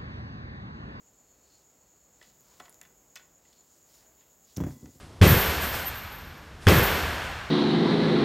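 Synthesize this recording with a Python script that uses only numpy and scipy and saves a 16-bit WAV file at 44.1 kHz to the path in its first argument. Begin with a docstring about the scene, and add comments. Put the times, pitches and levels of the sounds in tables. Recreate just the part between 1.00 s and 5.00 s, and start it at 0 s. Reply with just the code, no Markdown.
"""Insects chirp outside a small room while woven bamboo baskets are handled close to the microphone.
A faint brush comes first. From about 1.2 s one basket is picked up and turned: its strips tap and
rub, and single fibres snap. Near 3.6 s it is set down on a hollow plastic lid, which thumps and
rings under the crunching weave. The basket rocks, its rim groans softly, and it settles."""
import sys
import numpy as np
from scipy import signal
from scipy.fft import rfft, irfft
from scipy.io import wavfile

SR = 44100
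rng = np.random.default_rng(int(sys.argv[2]) if len(sys.argv) > 2 else 0)


def unload_wav(signal):
    """Save mono or channel-first audio to the path in sys.argv[1] as 16-bit WAV at rate SR, clipped to [-1, 1]."""
    wavfile.write(
        sys.argv[1],
        SR,
        np.round(np.clip(np.atleast_2d(signal).T, -1, 1) * 32767).astype(np.int16),
    )


N = 176400
T = np.arange(N) / SR

# tone curves of room air, hiss, insect chorus, chirper, reverb and weave crunch: freq_hz, level_db
AIR_SPECTRUM = [(20, -35), (45, 1.5), (100, -5.5), (290, -5.5), (480, -6), (800, -9), (1200, -14),
                (2700, -21), (4400, -23), (5800, -19), (8000, -51), (9000, -45.5), (16000, -35)]
HISS_SPECTRUM = [(5000, -2), (8300, -50.5), (9500, -5), (12000, 2.5), (15500, 6.5)]
CHORUS_SPECTRUM = [(5500, -26), (6000, -13.5), (6500, 3.5), (6900, 7.5), (7250, 2.5), (7600, 3.5),
                   (7850, -4), (8100, -18.5), (8800, -18)]
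CHIRP_SPECTRUM = [(6000, -65), (6450, -4.5), (6700, -13), (6930, -2.5), (7050, 6), (7250, -47),
                  (7600, -47.5)]
ROOM_SPECTRUM = [(60, -32), (300, -3.5), (700, 3.5), (2000, -0.5), (5000, -4), (9000, -11), (16000, 1.5)]
CRUNCH_SPECTRUM = [(150, 12.5), (450, 1.5), (900, -7), (1900, -11.5), (2700, -20), (4200, -29),
                   (7000, -18.5), (9000, -37), (15000, -22.5)]
# level ride of the hiss: time_s, level_db
HISS_RIDE = [(0, -71), (1.15, -70), (1.3, -67), (1.65, -64.5), (2.0, -67), (2.45, -70), (2.8, -67),
             (3.3, -65), (4.0, -66)]
# partials of an insect's steady trill: pitch_hz, level_db
TRILL_PARTIALS = [(7407, -95.5), (7558, -77.5), (7606, -86), (7654, -84.5)]
# a lower insect's occasional buzzes: middle_s, half_length_s, level_db
INSECT_BUZZES = [(.3, 0.15, -83), (0.533, 0.051, -71.5), (0.954, 0.17, -82.5), (2.56, 0.065, -75),
                 (3.005, 0.11, -83)]
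# the weave brushing hand and lid: middle_s, half_length_s, level_db, colour_hz
WEAVE_BRUSHES = [(0.542, 0.085, -71.5, 5000), (1.264, 0.058, -68.5, 4270), (1.544, 0.1, -68, 5000),
                 (1.546, 0.084, -69.5, 980), (1.673, 0.032, -66, 636), (1.768, 0.13, -69, 417),
                 (1.592, 0.49, -74.5, 150), (1.657, 0.02, -74, 2400), (2.54, 0.085, -72, 4250),
                 (2.747, 0.068, -69.5, 6000), (2.964, 0.06, -64.5, 5100), (2.95, .06, -69.5, 13000),
                 (3.026, 0.068, -74.5, 1420), (3.066, 0.077, -71.5, 606), (3.243, 0.08, -75.5, 3200),
                 (3.509, 0.037, -65, 4600), (3.713, 0.025, -62.5, 5700), (3.71, .08, -66.5, 14100),
                 (3.9, 0.27, -68, 5940), (3.992, 0.025, -67, 12900)]
# dry taps of the weave: start_s, level_db, colour_hz, t60_s, colour_q
WEAVE_TAPS = [(1.214, -56.5, 1870, 0.059, 3.6), (1.215, -59, 656, .06, 1.2),
              (1.2135, -51.5, 3650, 0.028, 4), (1.227, -48, 4170, 0.034, 1), (1.243, -58, 3380, .06, 0.89),
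              (1.5993, -41.5, 3200, 0.022, 0.33), (1.601, -40.5, 1670, 0.042, 0.84),
              (1.603, -52.5, 248, 0.075, 1.1), (1.605, -44, 810, 0.039, 3.5),
              (1.655, -51.5, 2870, .06, 0.7), (1.681, -54, 1590, 0.031, 1.2),
              (1.8137, -47, 2120, 0.047, 3.4), (1.834, -53.5, 2940, 0.027, 1.3),
              (1.851, -54.5, 2250, 0.058, 0.71), (2.1564, -40, 5600, 0.055, 3.9),
              (2.160, -42, 2530, 0.059, 2.7), (2.161, -49, 1130, 0.036, 2.7),
              (2.172, -42.5, 3350, 0.027, 0.9), (2.196, -53, 2410, 0.054, 0.78),
              (2.452, -64, 2780, 0.056, 1.5), (2.528, -54.5, 5240, .035, 1.6), (3.209, -63, 2430, 0.12, 1),
              (3.5635, -43, 6130, 0.041, 3), (3.858, -54.5, 1800, 0.04, 0.71)]
# modes of the basket: pitch_hz, gain_db, t60_s (capped in taps)
BASKET_MODES = [(780, -5, 0.15), (1093, -1.5, 0.029), (1500, 1, 0.091), (2030, 5, 0.02), (2300, -7, 0.023),
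                (2620, -14, 0.054), (2880, -12, 0.089), (3504, 1.5, 0.057), (5500, -45, 0.14)]
# single fibres snapping: start_s, level_db, pitch_hz
FIBRE_SNAPS = [(1.408, -41, 13100), (1.6955, -34, 10200), (1.701, -40, 10200), (1.727, -43, 7000),
               (1.744, -42, 6800), (1.744, -42, 13000), (1.8143, -31, 7000), (1.8161, -36.5, 11600),
               (1.83, -39, 12600), (2.158, -30.5, 13500), (3.567, -26.5, 6100), (3.571, -26, 5770),
               (3.5728, -26.5, 12400), (3.612, -40.5, 7400), (3.858, -42.5, 6350)]
# the rim rubbing as the basket settles: middle_s, half_length_s, level_db
RIM_SWAYS = [(3.773, .014, -55.5), (3.817, 0.0092, -58), (3.84, 0.0087, -46), (3.884, 0.013, -50),
             (3.959, 0.012, -57.5)]
# the basket knocking on the lid: start_s, strength_db, hardness_hz, crunch_db
LID_KNOCKS = [(3.57, -21.5, 121, -42), (3.5801, -24, 400, -37), (3.603, -27, 1110, -35.5),
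              (3.609, -22.5, 340, -41), (3.62, -20, 280, -49.5), (3.638, -32.5, 1200, -37),
              (3.644, -26, 287, -51), (3.665, -30.5, 700, -40.5), (3.6705, -29, 440, -42),
              (3.684, -39.5, 500, -44), (3.707, -35.5, 294, -46.5), (3.733, -48, 300, -58),
              (3.828, -36.5, 248, -72), (3.845, -37, 202, -72), (3.858, -41.5, 300, -56),
              (3.957, -46, 250, -68)]
# modes of the hollow lid: pitch_hz, gain_db, t60_s (capped in knocks)
LID_MODES = [(65, -24, 0.36), (86.8, -3, 0.21), (110.7, -9.5, 0.31), (140.5, -5.5, 0.32), (174, -24, 0.32),
             (195.5, -14.5, 0.29), (218, -28, 0.15), (260.2, -0.5, 0.35), (292, -10, 0.23),
             (357, -26, 0.28), (416, -18, 0.44), (568, -15, 0.18), (754, -20, 0.3), (893, -17, 0.17)]
# faint lingering ring of things on the lid: pitch_hz, level_db, t60_s
LINGERING_MODES = [(1028, -63, 0.9), (1980, -69, 1.9), (2040, -78, 5.9), (3340, -66, 0.63),
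                   (3380, -66, 0.94)]


def from_db(db):
    """Decibels to gain."""
    return 10 ** (np.asarray(db) / 20)


def rms_one(x):
    """Scale to unit rms."""
    return x / np.sqrt(np.mean(x ** 2) + 1e-20)


def noise(spectrum, size=N):
    """Unit noise shaped by a tone curve, cut below its first point and held flat above its last."""
    hz, db = np.transpose(spectrum)
    log_hz = np.log(np.fft.rfftfreq(size, 1 / SR) + 1)
    gain = from_db(np.interp(log_hz, np.log(hz), db, left=-90))
    return rms_one(irfft(rfft(rng.standard_normal(size)) * gain, size))


def wide(spectrum, width, size=N):
    """Stereo noise; width is side over mid."""
    return noise(spectrum, size) + width * noise(spectrum, size) * np.array([[1], [-1]])


def band(hz, q, size=N):
    """Unit noise through one resonance."""
    w = 2 * np.pi * min(hz, .42 * SR) / SR
    a = np.sin(w) / (2 * q)
    return rms_one(signal.lfilter([a, 0, -a], [1 + a, -2 * np.cos(w), 1 - a], rng.standard_normal(size)))


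def drift(rate_hz):
    """Wander gliding between random values of unit spread."""
    return np.interp(T * rate_hz, np.arange(4000), rng.standard_normal(4000))


def fade(t60, size=N):
    """Exponential decay, 60 dB down after t60 seconds."""
    return np.exp(-np.log(1000) * T[:size] / t60)


def swell(middle_s, half_s):
    """A bell-shaped rise and fall."""
    return np.exp(-((T - middle_s) / half_s) ** 2 / 2)


def ring(x, hz, t60):
    """One mode: a unit click sets a sine of height 1 ringing."""
    r, w = np.exp(-np.log(1000) / (t60 * SR)), 2 * np.pi * hz / SR
    return signal.lfilter([0, np.sin(w)], [1, -2 * r * np.cos(w), r * r], x + 1e-18)


def add(track, start_s, sound):
    """Drop a sound onto a track."""
    i = int(start_s * SR)
    track[i:i + len(sound)] += sound[:N - i]


def background():
    """A bed of low room air and fine high hiss."""
    air = from_db(-67.5 + .33 * drift(8.85)) * wide(AIR_SPECTRUM, width=.17)
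    hiss = from_db(np.interp(T, *np.transpose(HISS_RIDE))) * wide(HISS_SPECTRUM, width=.41)
    return air + hiss


def insects(chirp_period_s=.12, first_peak_s=.079):
    """One even chirper, a thin steady trill and a lower buzz over a distant chorus."""
    throb = (.5 + .5 * np.cos(2 * np.pi * (T - first_peak_s) / chirp_period_s)) ** 1.55
    chirp = from_db(-64 + .27 * drift(6.02)) * throb * noise(CHIRP_SPECTRUM)
    waver_hz = 7 * drift(30)
    trill = sum(from_db(db + 2 * drift(14)) * np.sin(2 * np.pi * np.cumsum(hz + waver_hz) / SR)
                for hz, db in TRILL_PARTIALS)
    buzz = band(hz=4345, q=35) * sum(from_db(db) * swell(s, half) for s, half, db in INSECT_BUZZES)
    chorus = from_db(-67) * wide(CHORUS_SPECTRUM, width=.0067)
    return chirp + trill + buzz + chorus


def room(send, t60=.3, build_s=.009, size=30000):
    """A short diffuse tail, building up over the first reflections."""
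    envelope = fade(t60, size) * (1 - np.exp(-T[:size] / build_s))
    tail = wide(ROOM_SPECTRUM, width=.033, size=size) * envelope
    tail /= np.sqrt(np.sum(tail[0] ** 2))
    return signal.fftconvolve(send[None], tail, axes=1)[:, :N]


def brushes(grain_db=1.5):
    """The weave slides against hand and lid in soft swells of grainy friction."""
    friction = sum(from_db(db) * band(hz, q=1.57) * swell(s, half) for s, half, db, hz in WEAVE_BRUSHES)
    return friction * from_db(grain_db * drift(250))


def sways(pitch_hz=254):
    """Soft, hollow groans of the rim rubbing on the lid."""
    lowpass = signal.butter(2, 3 * pitch_hz, fs=SR, output="sos")
    rub = signal.sosfilt(lowpass, band(pitch_hz, q=7.3))
    return rub * sum(from_db(db) * swell(s, half) for s, half, db in RIM_SWAYS)


def taps(body_db=-6.5, max_t60_s=.06, size=6000):
    """Each tap is a short crush of strips that also rings the basket's modes."""
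    crush = np.zeros(N)
    for start_s, db, colour_hz, t60, q in WEAVE_TAPS:
        burst = band(colour_hz, q, size) * fade(t60, size)
        lowpass = signal.butter(1, min(1.47 * colour_hz, SR / 2 - 1000), fs=SR)
        add(crush, start_s, from_db(db) * signal.lfilter(*lowpass, burst))
    body = sum(from_db(db) * ring(crush, hz, min(t60, max_t60_s)) / np.sqrt(t60 * SR)
               for hz, db, t60 in BASKET_MODES)
    return crush + from_db(body_db) * body


def snaps(ring_cycles=17.6, grit_db=-19.5, size=2000):
    """Fibres let go with a tiny, high tick and a trace of grit."""
    track = np.zeros(N)
    for start_s, db, hz in FIBRE_SNAPS:
        tick = np.sin(2 * np.pi * hz * T[:size]) * fade(ring_cycles / hz, size)
        grit = from_db(grit_db) * band(hz, q=8.7, size=size) * fade(t60=.012, size=size)
        add(track, start_s, from_db(db) * (tick + grit))
    return track


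def knocks(lid_db=-5.5, max_t60_s=.26, thump_db=-3.5, thump_hz=162, linger_start_s=3.603):
    """Padded blows thump and ring the lid, the weave crunches under each, and a faint ring lingers."""
    force, crunch, linger = np.zeros((3, N))
    for start_s, db, hardness_hz, crunch_db in LID_KNOCKS:
        push = T[:2000] * np.exp(-2 * np.pi * hardness_hz * T[:2000])  # harder is shorter and brighter
        add(force, start_s, -from_db(db) * push / push.sum())
        burst = noise(CRUNCH_SPECTRUM, size=6000) * fade(t60=.08, size=6000)
        add(crunch, start_s, from_db(crunch_db) * burst)
    jolt = np.diff(force, prepend=0) * SR / (2 * np.pi)
    lid = sum(from_db(db + lid_db) * ring(jolt / hz, hz, min(t60, max_t60_s))
              for hz, db, t60 in LID_MODES)
    thump = from_db(thump_db) * ring(jolt / thump_hz, thump_hz, t60=.049)
    for hz, db, t60 in LINGERING_MODES:
        add(linger, linger_start_s, from_db(db) * np.sin(2 * np.pi * hz * T) * fade(t60))
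    return lid + thump + crunch + linger


def scene():
    """Basket and lid up front with a touch of room, over the insects and the background."""
    weave = taps() + snaps()
    lid = knocks() + sways()
    reverb_send = from_db(-8.5) * weave + from_db(-14) * lid
    return weave + lid + brushes() + room(reverb_send) + insects() + background()


def record(dry):
    """The microphone loses the deep bass; the very top is cut steeply."""
    low_cut = signal.butter(7, 43, "high", fs=SR, output="sos")
    high_cut = signal.ellip(10, .2, 70, 15900, fs=SR, output="sos")
    return signal.sosfilt(high_cut, signal.sosfilt(low_cut, dry))


dry = scene()
out = record(dry)
unload_wav(out)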